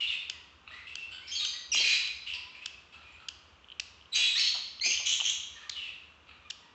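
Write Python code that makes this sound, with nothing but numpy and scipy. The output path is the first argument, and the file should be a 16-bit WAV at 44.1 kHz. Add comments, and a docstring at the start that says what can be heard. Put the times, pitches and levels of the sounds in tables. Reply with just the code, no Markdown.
"""Small parrots in a hard, echoing room, over steady air noise and a low wavering hum.
Far birds screech from the start: gliding whistles with overtones, which the walls smear into a rasp.
From 0.3 s a chick close by drops in tiny falling chips, each a few cycles of a harmonic stack.
From 1.7 s beaks and feet knock on the tiles, with sharper ticks from 3.6 s: short dying resonances.
A narrow-band microphone hears it all and flattens the highest peaks."""
import sys
import numpy as np
from scipy import signal
from scipy.fft import rfft, irfft
from scipy.io import wavfile
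from scipy.ndimage import uniform_filter1d

SR = 44100
rng = np.random.default_rng(int(sys.argv[2]) if len(sys.argv) > 2 else 0)


def undo_db(level):
    """Turn decibels back into plain size, where 20 dB means ten times bigger."""
    steps = np.asarray(level, float) / 20
    return 10 ** steps


def store_wav(level_fs):
    """Save 16-bit WAV to argv[1]."""
    pcm = np.round(np.clip(np.atleast_2d(level_fs), -1, 1) * 32767)
    wavfile.write(sys.argv[1], SR, pcm.T.astype(np.int16))


N = 297234


def evened(x):
    """Scales a sound to rms 1."""
    return x / np.sqrt(np.mean(x ** 2) + 1e-20)


def read(points, hz):
    """Reads a spectrum between its points on a log-frequency axis."""
    f, value = np.transpose(points)
    return np.interp(np.log(hz + 1), np.log(f + 1), value)


def add(mix, s, sound):
    """Mixes a sound in at s seconds, cut at the end of the mix."""
    part = mix[round(s * SR):][:len(sound)]
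    part += sound[:len(part)]


def shaped(x, points):
    """Filters a full-length sound by a spectrum in dB."""
    return irfft(rfft(x) * undo_db(read(points, np.fft.rfftfreq(N, 1 / SR))), N)


def coloured(points):
    """Noise of rms 1 with the given spectrum."""
    return evened(shaped(rng.standard_normal(N), points))


def slow(hz):
    """Noise of rms 1, low-passed at hz."""
    return evened(signal.lfilter(*signal.butter(2, hz, fs=SR), rng.standard_normal(N)))


def screeches():
    """Gliding whistles with two overtones; an unsteady syrinx shakes pitch and level and lets air rush."""
    # Each row: start in seconds, length in seconds, relative level in dB, start pitch in Hz, end pitch in Hz,
    # roughness (held to 0-1), second partial in dB.
    notes = [ (0, 0.0646, -29, 3000, 2690, 0.37, -51), (0.069, 0.033, -31.5, 3594, 3500, 0.35, -43),
             (0.095, .07, -32, 2894, 2448, 0.47, -47.5), (.32, .06, -60.5, 1060, 892, 0.1, 8),
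             (0.662, .1, -59, 1245, 1354, .8, 5.5), (.75, .1, -64.5, 1308, 1157, .6, 7),
             (0.705, 0.11, -45, 1823, 2137, 0.37, -24), (0.864, .08, -44.5, 2688, 2713, 0.54, -27),
             (0.96, 0.092, -40.5, 2690, 2732, 0.31, -26), (1.106, 0.1, -53.5, 1476, 1562, 0.65, 7),
             (1.109, 0.048, -60.5, 7630, 7550, 0.5, -40), (1.207, .07, -49.5, 2020, 2430, 0.27, -16),
             (1.263, 0.058, -50.5, 2227, 2240, 0.92, -6), (1.31, 0.074, -36.5, 3120, 3350, 0.3, -2),
             (1.266, .1, -45.5, 5300, 5100, 0.4, -26), (1.348, .065, -35, 4620, 4150, 0.3, -22),
             (1.392, 0.069, -32, 3873, 3625, 0.5, -24.5), (1.402, 0.046, -50, 1260, 1170, .5, -25),
             (1.45, 0.084, -55, 2396, 2368, 0.3, 13), (1.455, 0.027, -37.5, 3110, 3143, 0.2, 2.5),
             (1.529, 0.035, -43, 1936, 1990, 0.5, -17), (1.716, .016, -30.5, 2776, 2965, .15, 8.5),
             (1.721, .028, -30.5, 2915, 2314, .2, 0.5), (1.742, 0.014, -34.5, 3250, 3277, 0.2, 8),
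             (1.8, 0.16, -37.5, 2248, 2047, 0.5, -9), (1.728, .075, -31.5, 2430, 2408, .25, -6.5),
             (1.737, 0.071, -26.5, 2820, 2760, 0.44, -16.5), (1.77, 0.022, -25, 4026, 4070, 0.1, -37),
             (1.795, 0.029, -29, 4610, 4304, 0, -26), (1.76, 0.062, -30, 3145, 3200, .3, -18),
             (1.83, 0.17, -28, 2506, 2444, 0.5, -10.5), (1.854, 0.081, -37.5, 3055, 3257, 0.6, 0.5),
             (1.819, .05, -37, 4316, 4000, .4, -22), (1.894, 0.074, -30, 3930, 3980, 0.5, -32),
             (2.258, 0.113, -38, 2745, 2680, 0.71, -36), (2.332, 0.033, -44.5, 5105, 4745, 0.62, -26),
             (2.323, 0.181, -58.5, 987, 1022, 0.54, -4), (2.538, 0.069, -49.5, 2410, 2424, 0.6, -30),
             (2.61, 0.082, -44.5, 2504, 2656, 0.42, -32), (2.92, 0.1224, -59, 1395, 1293, 1.1, -5.5),
             (2.92, 0.044, -47, 2600, 2670, 0.43, -44), (3.015, 0.194, -56, 2447, 2500, 0.62, -48),
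             (3.117, 0.035, -67.5, 7350, 7140, 0.22, -40), (3.192, 0.056, -57.5, 1426, 1259, 1.17, -5),
             (4.117, .23, -32, 3966, 3799, 0.35, -10.5), (4.14, .17, -33.5, 2419, 2544, 0.3, -14),
             (4.143, 0.042, -34.5, 3050, 3320, 0.4, 3.5), (4.144, 0.03, -32.5, 4740, 4700, 0.3, -25),
             (4.15, 0.14, -34.5, 2743, 2840, 0.7, -11), (4.187, 0.11, -34, 3380, 3360, 0, -16),
             (4.349, 0.056, -32.5, 1605, 2400, 0.37, 5.5), (4.392, 0.032, -39, 2658, 2670, .08, 10),
             (4.4, .12, -52.5, 2030, 2220, 0.42, 21), (4.376, .125, -38, 2812, 3296, 1.1, -9),
             (4.808, 0.059, -35, 1961, 2583, .15, 5.5), (4.84, 0.1, -44, 3148, 3186, 0.26, 15.5),
             (4.832, 0.056, -27.5, 2344, 2547, 0.42, -6.5), (4.89, 0.094, -34.5, 2665, 3110, 0.71, -7.5),
             (5.05, .1, -31, 2986, 3304, 0.86, -0.5), (5.233, 0.081, -31, 2855, 3542, 0.79, -1.5),
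             (5.551, 0.095, -47, 1863, 1765, 0.44, -28.5), (5.6, 0.1, -59, 1397, 1101, 0.65, -3),
             (5.705, 0.06, -46, 4200, 3036, .6, -26), (5.747, 0.17, -40.5, 3050, 2533, 0.51, -42),
             (6.26, 0.092, -63.5, 1323, 1245, 1.2, 5), (6.445, 0.034, -56, 1196, 1226, 0.26, 1.5),
             (6.619, .06, -57.5, 959, 936, 0.42, -3), ]
    # Air rushing with each note. Each row: frequency in Hz, relative density in dB per Hz.
    rasp = [(530, -57), (900, -23), (1580, -19.5), (2490, -1), (3920, -9), (5040, -16.5), (6590, -22.5),
            (8230, -18), (10700, -46.5), (18100, -120)]
    # How well each pitch carries from the beak. Each row: frequency in Hz, gain in dB.
    beak = [(900, -8), (1500, -7.5), (1950, -9.5), (2300, -6.5), (3300, -3.5), (3600, -5), (3900, -2),
            (6000, -5.5), (8000, -6.5)]
    glide_bend = .8  # under 1 the glide is mostly done early
    shake_share = .075  # rms share of pitch shaken at full roughness
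    fade_db = -5  # level change by the end of a note
    effort_db_per_octave = 9  # pushing the pitch up is louder, letting it drop is softer
    third_db, third_slope = -10.5, 0.87  # the third partial follows the second
    edge_s, rough_edge_s = 0.0023, 0.0077  # attack and release, and what full roughness adds
    swell = 0.086  # share of its length a note adds to each edge

    out = np.zeros(N)
    shake, flutter, air = slow(279.5), slow(150), coloured(rasp)
    buzz_hz = 520 + 150 * slow(39.58)
    buzz = np.sin(2 * np.pi * np.cumsum(buzz_hz) / SR)
    for start, length, db, start_hz, end_hz, rough, second_db in notes:
        rough = np.clip(rough, 0, 1)
        at = round(max(start, 0) * SR) + np.arange(round(length * SR))
        u = np.arange(len(at)) / len(at)  # progress through the note, 0-1
        glide = start_hz + (end_hz - start_hz) * u ** glide_bend
        pitch = glide * (1 + shake_share * rough * shake[at])
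        turn = 2 * np.pi * np.cumsum(pitch) / SR

        tone = np.zeros(len(at))
        for k, part_db in ((1, 0.013), (2, second_db), (3, third_db + third_slope * second_db)):
            audible = k * pitch < 12000
            tone += undo_db(part_db) * np.sin(k * turn) * audible
        tone *= 1 + 0.82 * rough * buzz[at]  # a second vibration puts sidebands between the partials

        voice = np.sqrt(2) * tone * undo_db(6 * rough * flutter[at])
        voice += 0.77 * rough * air[at]
        edge_share = swell + (edge_s + rough_edge_s * rough) / length  # rough notes start softer
        edges = signal.windows.tukey(len(at), min(2 * edge_share, 1))
        effort_db = effort_db_per_octave * np.log2(glide / glide.mean())
        out[at] += undo_db(db + fade_db * u + effort_db) * voice * edges
    return shaped(out, beak)


def chips():
    """A few cycles of a falling, slightly hoarse harmonic stack, shaped by the chick's throat."""
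    # Each row: start in seconds, peak in dB, start pitch in Hz, end pitch in Hz, length in ms.
    chip_rows = [(.297, -18.5, 1872, 1246, 5.1), (.954, -20.5, 1803, 1340, 3.7),
                 (1.447, -19.5, 1680, 1283, 10), (2.073, -27, 1706, 1270, 6),
                 (2.658, -20, 1980, 1274, 6.04), (3.284, -22, 1834, 1187, 7.9),
                 (3.7964, -16, 3195, 1454, 7), (5.694, -20, 2573, 1406, 7.2),
                 (6.5, -22.5, 2065, 1203, 12.5)]
    # Resonance of the throat. Each row: frequency in Hz, gain in dB.
    throat = [(800, -52.5), (1400, -17), (2100, -14.5), (2800, 2), (3600, -3.5), (4800, -4), (6500, -9.5),
              (8000, -16.5)]
    out = np.zeros(N)
    for (s, db, start_hz, end_hz, ms), hoarse in zip(chip_rows, rng.standard_normal((len(chip_rows), 900))):
        u = np.arange(0, 1, 1000 / ms / SR)  # progress through the chip
        fall = start_hz + (end_hz - start_hz) * u
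        pitch = fall * (1 - 0.69 * np.exp(-u / 0.039))  # scoops up as the air starts
        turn = 2 * np.pi * np.cumsum(pitch) / SR
        stack = sum(undo_db(read(throat, k * pitch)) * np.cos(k * turn) for k in range(1, 6))
        stack *= signal.windows.tukey(len(u), .5) * undo_db(-5 * u)
        stack *= 1 + .6 * uniform_filter1d(hoarse, 14)[:len(u)]
        add(out, s, undo_db(db) * stack / abs(stack).max())
    return out


def taps():
    """Each tap is a dying burst in one broad resonance; low thumps mostly rustle, high ticks mostly ring."""
    # Dull knocks and thumps. Each row: start in seconds, relative level in dB, pitch in Hz, t60 in ms.
    knocks = [(1.746, -22.5, 960, 20), (1.752, -45.5, 235, 460), (1.795, -35.5, 517, 68),
              (1.808, -34.5, 746, 64), (1.85, -43, 402, 140), (4.178, -47.5, 603, 570),
              (4.546, -37, 986, 230), (4.856, -38, 397, 290), (4.997, -38.5, 810, 130),
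              (5.199, -28, 1150, 20), (5.212, -33.5, 910, 53)]
    # Beak and claw ticks on the tiles. Each row: start in seconds, relative level in dB.
    ticks = [(3.644, -32), (3.686, -31), (3.7012, -26.5), (3.718, -23.5), (3.7225, -23.5), (4.012, -31.5),
             (4.024, -39.5), (4.057, -34), (4.798, -19.5), (4.975, -8.5), (5.2025, -6.5), (5.209, -6)]
    tick_hz, tick_ms = 3050, 7.4  # pitch and t60
    out = np.zeros(N)
    t = np.arange(4000) / SR  # every burst is cut after 91 ms
    rows = knocks + [(s, db, tick_hz, tick_ms) for s, db in ticks]
    for (s, db, hz, ms), crack in zip(rows, rng.standard_normal((len(rows), 4000))):
        spread = 1.17 + 250 / hz  # thumps are broader than ticks
        band = signal.butter(3, [hz / spread, hz * spread], "band", fs=SR)
        rustle = evened(signal.lfilter(*band, crack))
        ring = np.clip(hz / 4500, 0, 1)
        body = ring * np.sin(2 * np.pi * hz * t) + 0.44 * (1 - ring) * rustle
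        onset = np.minimum(t / .001, 1)
        add(out, s, undo_db(db - 60000 * t / ms) * body * onset)
    return out


def room(x):
    """Dense echoes after a short gap, each band dying at its own speed; three tails in turn."""
    # How long the hard walls ring. Each row: frequency in Hz, t60 in seconds.
    decay = [(300, 0.082), (1000, 1), (2500, 0.7), (4500, 0.8), (8000, 0.55)]
    gap_s, rise_s = .003, 0.0014
    out = np.zeros(N)
    phase = np.arange(N) * np.pi / (.21 * SR)  # each tail has its turn every 0.21 s
    for k in range(3):
        hz, t, z = signal.stft(rng.standard_normal(SR), SR, nperseg=256)
        dying = z * undo_db(-60 * t / read(decay, hz)[:, None])
        tail = signal.istft(dying, SR, nperseg=256)[1]
        tail *= np.clip((np.arange(len(tail)) / SR - gap_s) / rise_s, 0, 1)
        share = np.sqrt(2 / 3) * np.cos(phase + k * np.pi / 3)  # the three powers sum to 1
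        out += signal.fftconvolve(x * share, tail / np.linalg.norm(tail))[:N]
    return out


def background():
    """Steady air noise with two low hums, whose levels waver as slow noise."""
    # Spectrum of the air noise. Each row: frequency in Hz, relative density in dB per Hz.
    air_spectrum = [(26, -20.5), (45, -10.5), (275, -12), (552, -14.5), (629, -14.5), (717, -16),
                    (1110, -10), (1240, -10), (2000, -18.5), (2770, -11), (4990, -30), (5810, -28.5),
                    (8230, -35.5), (10700, -53), (18100, -120)]
    air_db = -61.5  # rms level of the air noise in dB
    # Each row: hum frequency in Hz, relative level in dB, cutoff of its wavering in Hz.
    hum_rows = [(60.7, -71, 4), (76, -64, 11)]
    t = np.arange(N) / SR
    hums = sum(undo_db(db) * slow(width) * np.sin(2 * np.pi * hz * t) for hz, db, width in hum_rows)
    return undo_db(air_db) * coloured(air_spectrum) + hums


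def scene():
    """Distance as balance: far birds carry much echo, the chick and the taps are mostly direct."""
    far = screeches()
    near = chips() + taps()
    direct = undo_db(2.0) * far + near
    echo = room(undo_db(3.0) * far + undo_db(-11.0) * near)
    return (direct + echo + background())[None]


def band_limit(x):
    """A steep low-pass at the top of the band."""
    return signal.sosfilt(signal.butter(12, 8380, fs=SR, output="sos"), x)


def record(dry):
    """The microphone's band limits, then a hard knee on the highest peaks that splashes a little treble."""
    edge_hz, rumble_hz, knee_db = 7923, 48, -17.5
    lowpass = signal.firwin(161, edge_hz, window=("kaiser", 8), fs=SR)
    narrow = signal.oaconvolve(dry, lowpass[None], "same")
    narrow = signal.lfilter(*signal.butter(2, rumble_hz, "high", fs=SR), narrow)
    over = np.maximum(abs(narrow) - undo_db(knee_db), 0)
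    flattened = narrow - .65 * over * np.sign(narrow)  # 35 % of the overshoot remains
    return band_limit(flattened)


dry = scene()
out = record(dry)
store_wav(out)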